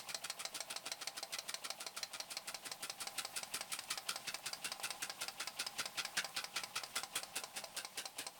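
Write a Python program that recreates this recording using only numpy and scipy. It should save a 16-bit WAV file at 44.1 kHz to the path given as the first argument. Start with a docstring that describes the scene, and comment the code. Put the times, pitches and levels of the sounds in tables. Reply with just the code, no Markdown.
"""A small brass steam engine chuffs and knocks quickly, slowing from about six to five turns a second.
Each turn the valve taps, noise shaped as exhaust steam swells and falls with a pipe note, and the slack rod
knocks, ringing the modes of frame, pins and base. Water pops, stray ticks and one soft low gust are scattered in.
Under them leaking steam hisses as coloured noise, and friction noise keeps the base modes humming.
The balance follows a listening place moving between the boiler side and above the cylinder."""
import sys
import numpy as np
from scipy import signal
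from scipy.fft import rfft, irfft
from scipy.io import wavfile
from scipy.ndimage import uniform_filter1d

SR = 44100
rng = np.random.default_rng(int(sys.argv[2]) if len(sys.argv) > 2 else 0)


def master(y):
    """Save y as 16-bit WAV."""
    cut = np.clip(np.atleast_2d(y).T, -1, 1)
    pcm = np.round(cut * 32767)  # scale
    wavfile.write(sys.argv[1], SR, pcm.astype(np.int16))


N = 369999
LEAD_SAMPLES = SR // 10  # rendered before time zero

# Turns of the crank. Each row: rod knock in seconds, knock level in dB, level of the puff before it in dB,
# rise of the puff in seconds.
CRANK_TURNS = [(0.1447, -36, -45, 0.015), (0.2982, -36.5, -46.5, .011), (0.4506, -37, -46, 0.017),
               (0.6041, -37, -44.5, 0.018), (.7608, -36, -44.5, .014), (0.9162, -36, -44.5, 0.012),
               (1.0727, -36.5, -45.5, 0.0073), (1.2275, -38, -45.5, 0.013), (1.3852, -36.5, -43, 0.018),
               (1.5412, -37.5, -46.5, 0.015), (1.7021, -37, -44.5, 0.012), (1.8648, -37.5, -48.5, 0.015),
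               (2.0294, -35.5, -46, 0.0081), (2.1998, -37, -46, 0.012), (2.3677, -37.5, -49.5, 0.017),
               (2.5439, -38, -45.5, 0.012), (2.7153, -38.5, -50, 0.02), (2.8962, -38, -46, 0.012),
               (3.0701, -38, -46.5, 0.017), (3.248, -39, -42.5, 0.0098), (3.4302, -39.5, -44.5, 0.014),
               (3.608, -38, -43.5, 0.014), (3.789, -39, -43.5, 0.011), (3.975, -37.5, -40.5, 0.0095),
               (4.1575, -37.5, -40, 0.0075), (4.3429, -37.5, -41, 0.01), (4.53, -36, -43, 0.012),
               (4.717, -36.5, -42, 0.009), (4.9044, -37, -42, 0.014), (5.0958, -37.5, -43.5, 0.0052),
               (5.281, -37, -42.5, 0.013), (5.4731, -37, -42.5, 0.009), (5.665, -37.5, -40.5, 0.015),
               (5.8553, -37, -39.5, 0.019), (6.049, -36, -38, 0.017), (6.2445, -38, -36, 0.013),
               (6.4411, -38, -38.5, 0.011), (6.6347, -38.5, -38, 0.01), (6.8344, -40, -39, 0.0072),
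               (7.0333, -41, -39.5, 0.011), (7.231, -41.5, -41, 0.009), (7.436, -41.5, -44, 0.013),
               (7.639, -42, -45, 0.016), (7.8467, -41.5, -45, 0.016), (8.0544, -41, -44, 0.012),
               (8.2656, -40, -44.5, 0.012)]
# Colour over time. Each row: time in seconds, puff treble in dB, puff thump in dB, pipe pitch in Hz,
# knock treble in dB.
COLOUR_PATH = [(0.1, -48, -65, 1350, -43.5), (.9, -47, -54.5, 1403, -42), (1.6, -48, -57, 1294, -43.5),
               (2.15, -46.5, -61, 1350, -50), (2.7, -45, -56, 1410, -43.5), (3.45, -41.5, -60, 1380, -43.5),
               (3.9, -40.5, -64, 1336, -45), (4.4, -48.5, -62, 1430, -43), (4.9, -43, -53.5, 1440, -45),
               (5.6, -44.5, -57.5, 1430, -45.5), (6.8, -44.5, -55.5, 1400, -47),
               (7.17, -37.5, -53, 1390, -46), (7.5, -45, -50.5, 1406, -47.5), (8.3, -46, -52.5, 1710, -45)]
# Listening place. Each row: time in seconds, place from 0 (boiler side) to 1 (above the cylinder).
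VIEW_PATH = [(0, 0.14), (2.2, 0), (3.5, 0.63), (6.5, 0.73), (8.4, 0.17)]
# Exhaust jet spectrum. Each row: frequency in Hz, relative level in dB.
JET_SPECTRUM = [(500, -6.5), (1100, -2), (1500, 2), (1850, 3), (2600, 3.5), (5000, 5.5), (6500, -2.5),
                (8000, -11.5), (12000, -38.5), (18000, -69)]
# Treble spectrum of the puff. Each row: frequency in Hz, relative level in dB.
FIZZ_SPECTRUM = [(4000, -16), (6500, -12.5), (8000, -3), (9500, 0), (11000, -9.5), (14000, -14),
                 (18000, -15.5)]
# Exhaust pipe resonances. Each row: multiple of the pipe pitch, width of each of two passes in Hz,
# relative level in dB.
PIPE_MODES = [(1.002, 350, 19.5), (1.45, 249, 12.5), (1.8, 390, 17), (2.4, 400, 10.5)]
# Rod meeting, rebounding and chattering. Each row: mean delay in seconds, mean level in dB.
ROD_CONTACTS = [(0, -9.5), (.0009, -3), (.0027, -11.5), (.0043, -6), (.0066, -20)]
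# Modes of frame, pins and base. Each row: mean frequency in Hz, relative level in dB from the boiler side,
# relative level in dB from above the cylinder, t60 in seconds (the hum ignores it).
FRAME_MODES = [(1284, -30.5, -23, 0.13), (1640, -30.5, -13.5, 0.053), (2156, -9.5, -3.5, 0.0077),
               (2590, -3.5, -0.5, 0.0035), (2974, -19.5, -9.5, 0.011), (3850, -11, -11, .018),
               (4110, 0, -13, .02), (4360, -2, -12, .016), (4680, -6, -1, .019), (5050, -4, 2, .02),
               (5370, 0, -2, 0.011), (5835, 1, -5.5, 0.015)]
PIN_MODES = [(6314, 0.5, 0, 0.015), (7400, -2, -6, 0.032), (7580, -2, -29, 0.0097), (8060, 3, 3.5, 0.018),
             (8630, 1.5, 3.5, 0.015), (9470, -3.5, 2, 0.014), (9430, -17, -5, 0.016),
             (12950, -14, 0, 0.0028)]
BASE_MODES = [(671.6, -1, -10.5, 0.054), (804.5, -1, 3.5, 0.043), (1022, -4.5, 0.5, 0.051)]
# Water slugs popping out with a puff. 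Each row: start in seconds, level in dB.
WATER_POPS = [(3.5433, -43), (3.727, -30), (3.913, -27), (4.091, -22), (6.9636, -28), (7.159, -24),
              (7.362, -32)]
# A soft low gust of air from one puff buffeting the microphone. The row: start in seconds, level in dB,
# centre in Hz, t60 in seconds.
PUFF_GUST = (3.541, -41, 280, .045)
# Stray ticks of the linkage. Each row: start in seconds, blow level in dB, base level in dB, treble level in dB.
LINKAGE_TICKS = [(2.9564, -68.5, -62, -65), (3.8367, -56, -65.5, -51), (4.386, -62.5, -67.5, -51),
                 (4.7975, -47.5, -44, -51), (6.2917, -61.5, -57, -50), (6.862, -50, -73, -54)]
# Steam leak spectrum. Each row: frequency in Hz, relative level in dB per Hz.
LEAK_SPECTRUM = [(12, -36), (20, 5), (51, -10), (179, 5.5), (430, -7), (799, 8), (1180, -2.5), (2420, -0.5),
                 (3470, 0), (5120, -2), (6790, -6), (9500, -2.5), (12400, -54.5), (20900, -120)]
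# Steady hiss. Each row: time in seconds, mean leak level in dB, mean thin top hiss level in dB.
HISS_PATH = [(0.0, -59, -63), (0.93, -62, -64.5), (2.48, -60.5, -64.5), (3.11, -58.5, -61.5),
             (3.92, -58, -62), (6.47, -59, -62), (8.39, -61, -65)]
# Decay of the shop's reflections. Each row: frequency in Hz, t60 in seconds.
SHOP_DECAY = [(300, 0.51), (1000, 0.3), (4000, 0.17), (10000, 0.065)]

FIRST_KNOCK_S, FIRST_KNOCK_DB = -0.008, -38  # already ringing at the start
KNOCK_BASE_DB, KNOCK_SCATTER_DB = -46, 1.17  # mean push on the base, spread from turn to turn
EXHAUST_LEAD_TURNS = 0.392  # the exhaust opens this share of a turn before the knock
PUFF_TURNS, RISE_WEIGHT = 0.16, 0.39  # fall = share of a turn minus a part of the rise
PUFF_SCATTER_DB, JET_SCATTER_DB = 1.5, 1.8  # spread from puff to puff
PIPE_SCATTER = 0.025  # spread as a share of the pipe pitch
MODE_SCATTER = 0.007  # the loose frame never rings at quite the same pitch twice
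HUM_DB, HUM_ABOVE_DB = -65, 2  # level, and gain above the cylinder
EDGE_HZ = 17600


def gain_of(db):
    """Decibels to gain."""
    return 10 ** (np.asarray(db) / 20)


def evened(x):
    """Scales to rms 1."""
    return x / np.sqrt(np.mean(x ** 2) + 1e-20)


def coloured(x, spectrum):
    """Filters by a (Hz, dB) spectrum, interpolated over log frequency."""
    point_hz, point_db = np.transpose(spectrum)
    hz = np.fft.rfftfreq(len(x), 1 / SR)
    db = np.interp(np.log(hz + 1), np.log(point_hz + 1), point_db)
    return irfft(rfft(x) * gain_of(db), len(x))


def resonate(x, hz, width_hz):
    """Two-pole resonance with gain 1 at its centre."""
    b, a = signal.iirpeak(hz, hz / width_hz, SR)
    return signal.lfilter(b, a, x)


def resonate_twice(x, hz, width_hz):
    """Two equal resonances in series: steeper skirts."""
    return resonate(resonate(x, hz, width_hz), hz, width_hz)


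def highpass(x, hz):
    """Second-order bass cut."""
    return signal.sosfilt(signal.butter(2, hz, "high", fs=SR, output="sos"), x)


def add(mix, start_s, sound):
    """Mixes a sound in at its start time."""
    part = mix[LEAD_SAMPLES + round(start_s * SR):][:len(sound)]
    part += sound[:len(part)]


def chuff(row):
    """Turbulent steam with spitting droplets swells and falls; treble drops early, the pipe note outlasts the jet."""
    start_s, db, rise_s, fall_s, treble_db, thump_db, pipe_hz = row
    t = np.arange(SR // 8) / SR
    flow, spit, low, choke = rng.standard_normal((4, len(t)))
    swell = np.clip(t / rise_s, 0, 1)
    after = np.maximum(t - rise_s, 0) / fall_s

    drop_db = 3.9 * np.minimum(rng.exponential(1, len(t)), 3)
    drops = gain_of(drop_db) * (rng.random(len(t)) < 1200 / SR)  # about 1200 a second
    sputter = gain_of(2 * evened(uniform_filter1d(choke, SR // 300)))  # water chokes the flow unevenly
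    steam = sputter * (flow + 0.353 * evened(drops * spit))

    pipe = sum(gain_of(mode_db) * resonate_twice(steam, multiple * pipe_hz, width_hz)
               for multiple, width_hz, mode_db in PIPE_MODES)
    pipe = gain_of(-6) * evened(pipe) * swell ** 6.7 * gain_of(-7.6 * after ** 1.5)

    jet_luck = rng.standard_normal(len(JET_SPECTRUM))
    tint = [(hz, jet_db + JET_SCATTER_DB * luck) for (hz, jet_db), luck in zip(JET_SPECTRUM, jet_luck)]
    jet = evened(coloured(steam, tint)) * swell ** 0.46 * gain_of(-10.5 * after ** 1.7)

    fizz = evened(coloured(steam, FIZZ_SPECTRUM)) * swell ** 0.22
    fizz = fizz * gain_of(treble_db - 12.2 * after ** 0.86)
    thump = evened(resonate(resonate(low, 464, 1040), 645, 1350))
    thump = thump * swell * gain_of(thump_db - 12.4 * after)
    puff = gain_of(db) * (pipe + jet) + fizz + thump
    return start_s, highpass(puff, 130)  # the narrow pipe radiates little deep bass


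def ring(modes, view, luck, t, swing):
    """Dying sines balanced by listening place; each starts at swing times the one before (negative flips it)."""
    hz, side_db, above_db, t60_s = np.transpose(modes)[:, :, None]
    count = len(modes)
    hz = hz * (1 + MODE_SCATTER * luck[::-1][:count, None])
    db = side_db + view * (above_db - side_db) + luck[:count, None] - 60 * t / t60_s
    start = swing ** np.arange(count)[:, None]
    out = (start * gain_of(db) * np.sin(2 * np.pi * hz * t)).sum(0)
    return out / np.sqrt(np.mean(out[:SR // 300] ** 2))


def blow(row, contacts, chatter_db):
    """A cluster of contacts and faint chatter ring frame and pins; the heavy base feels one push."""
    start_s, db, base_db, treble_db = row
    t = np.arange(SR // 8) / SR
    view = np.interp(start_s, *np.transpose(VIEW_PATH))
    frame_luck, pin_luck, base_luck, delay_luck, contact_luck = rng.standard_normal((5, 12))
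    frame = ring(FRAME_MODES, view, frame_luck, t, -0.91)
    pins = ring(PIN_MODES, view, pin_luck, t, -1.0)
    body = frame + gain_of(treble_db - db) * pins

    chatter = gain_of(chatter_db - 60 * t / 0.11) * rng.standard_normal(len(t))
    train = chatter.copy()
    for k, (delay_s, contact_db) in enumerate(contacts):
        at = round(abs(delay_s * (1 + 0.01 * delay_luck[k])) * SR)  # the play in the joint hardly changes
        train[at] += gain_of(contact_db + 1.2 * contact_luck[k])

    push = chatter + signal.unit_impulse(len(t))
    base = signal.fftconvolve(ring(BASE_MODES, view, base_luck, t, 0.93), push)
    sound = signal.fftconvolve(body, train) + gain_of(base_db - db) * base
    # many small loose parts
    rattle = gain_of(5.0 - 60 * t / 0.062) * resonate(rng.standard_normal(len(t)), 2270, 4070)
    sound[:len(t)] += rattle * train[:SR // 200].max()
    return start_s, gain_of(db) * highpass(sound, 330)  # small parts radiate little bass


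def valve(chuff_s):
    """The slide valve creeps open with a thin hiss and taps the base just before the puff."""
    t = np.arange(SR // 20) / SR
    seep_db = -62 + 8.3 * np.interp(chuff_s, *np.transpose(VIEW_PATH)) + 0.58 * rng.random()
    seep = evened(resonate(rng.standard_normal(len(t)), 2730, 490)) * signal.windows.tukey(len(t), 0.6)
    tap_db = -70 + 0.9 * rng.random()
    tap = blow((chuff_s - 0.0145, tap_db, tap_db + 11, tap_db + 1), ROD_CONTACTS[:2], -22)
    return (chuff_s - 0.03, gain_of(seep_db) * seep), tap


def pop(start_s, db):
    """A slug of water bursts at the pipe mouth: a broad snap with a short spray."""
    t = np.arange(SR // 30) / SR
    snap = gain_of(-60 * t / 0.003)
    spray = gain_of(-22 - 60 * t / 0.06)
    burst = (snap + spray) * rng.standard_normal(len(t))
    return start_s, gain_of(db) * resonate(resonate(burst, 2900, 4200), 2900, 5000)


def gust(start_s, db, hz, t60_s):
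    """Air from a puff buffets the microphone: a short burst of noise around one broad low resonance."""
    t = np.arange(SR // 8) / SR
    buffet = evened(resonate_twice(rng.standard_normal(len(t)), hz, 300))
    return start_s, gain_of(db - 60 * t / t60_s) * np.minimum(t / 0.0081, 1) * buffet


def steady():
    """Leaking steam as broad and thin top hiss, and shaft friction rubbing the base modes."""
    at_s, *levels = np.transpose(HISS_PATH)
    t = (np.arange(N + LEAD_SAMPLES) - LEAD_SAMPLES) / SR
    leak_db, top_db = (np.interp(t, at_s, level) for level in levels)
    leak, top, rub, lumps, flutter = rng.standard_normal((5, len(t)))

    breath_db = 1.27 * evened(uniform_filter1d(lumps[::-1], SR // 25))  # the leak swells and dips
    flutter_db = 1.3 * evened(uniform_filter1d(flutter, SR // 40))  # the top hiss flutters
    hiss = gain_of(leak_db + breath_db) * evened(coloured(leak, LEAK_SPECTRUM))
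    hiss = hiss + gain_of(top_db + flutter_db) * evened(highpass(top, 9000))

    rub = rub * gain_of(3.5 * evened(uniform_filter1d(lumps, SR // 60)))  # uneven bearing drag
    view = np.interp(t, *np.transpose(VIEW_PATH))
    hum = sum(gain_of(side_db + view * (above_db - side_db)) * resonate(rub, hz, 60)
              for hz, side_db, above_db, _ in BASE_MODES)
    return hiss + gain_of(HUM_DB + HUM_ABOVE_DB * view) * evened(hum)


def shop(x):
    """Sparse reflections of random sign, each band dying at its own speed."""
    taps = np.zeros(SR // 2)
    at = np.arange(200, len(taps) - 20, 20)
    taps[at + rng.integers(0, 20, len(at))] = rng.choice([-1., 1.], len(at))
    hz, t, bands = signal.stft(taps, SR, nperseg=128)
    point_hz, point_t60_s = np.transpose(SHOP_DECAY)
    t60_s = np.interp(np.log(hz + 1), np.log(point_hz), point_t60_s)[:, None]
    tail = signal.istft(bands * gain_of(-60 * t / t60_s), SR, nperseg=128)[1]
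    return signal.fftconvolve(x, tail / np.linalg.norm(tail))[:len(x)]


def turns():
    """Knock and puff rows for every turn; puff timing and length follow the time a turn takes."""
    knock_s, knock_db, puff_db, rise_s = np.transpose(CRANK_TURNS)
    turn_s = np.diff(knock_s, prepend=FIRST_KNOCK_S)
    at_s, *columns = np.transpose(COLOUR_PATH)
    treble_db, thump_db, pipe_hz, pins_db = (np.interp(knock_s, at_s, column) for column in columns)
    luck = rng.standard_normal((5, len(knock_s)))

    knocks = zip(knock_s, knock_db,
                 KNOCK_BASE_DB + KNOCK_SCATTER_DB * luck[0],
                 pins_db + KNOCK_SCATTER_DB * luck[1])
    puffs = zip(knock_s - EXHAUST_LEAD_TURNS * turn_s, puff_db, rise_s,
                PUFF_TURNS * turn_s - RISE_WEIGHT * rise_s,
                treble_db + PUFF_SCATTER_DB * luck[2],
                thump_db + PUFF_SCATTER_DB * luck[3],
                pipe_hz * (1 + PIPE_SCATTER * luck[4]))
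    first_knock = (FIRST_KNOCK_S, FIRST_KNOCK_DB, KNOCK_BASE_DB, pins_db[0])
    return [first_knock, *knocks], puffs


def scene():
    """Engine sounds, their reflections and the steady bed."""
    engine = np.zeros(N + LEAD_SAMPLES)
    knocks, puffs = turns()
    for row in puffs:
        add(engine, *chuff(row))
        for sound in valve(row[0]):
            add(engine, *sound)
    for row in knocks:
        add(engine, *blow(row, ROD_CONTACTS, -32))
    for row in WATER_POPS:
        add(engine, *pop(*row))
    add(engine, *gust(*PUFF_GUST))
    for row in LINKAGE_TICKS:
        add(engine, *blow(row, ROD_CONTACTS[1:2], -57.0))
    mix = engine + gain_of(-15.5) * shop(engine) + steady()
    return mix[None, LEAD_SAMPLES:]


def record(dry):
    """Linear-phase lowpass at the upper band edge."""
    lowpass = signal.firwin(511, EDGE_HZ, window=("kaiser", 9), fs=SR)
    return signal.oaconvolve(dry, lowpass[None], "same")


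dry = scene()
out = record(dry)
master(out)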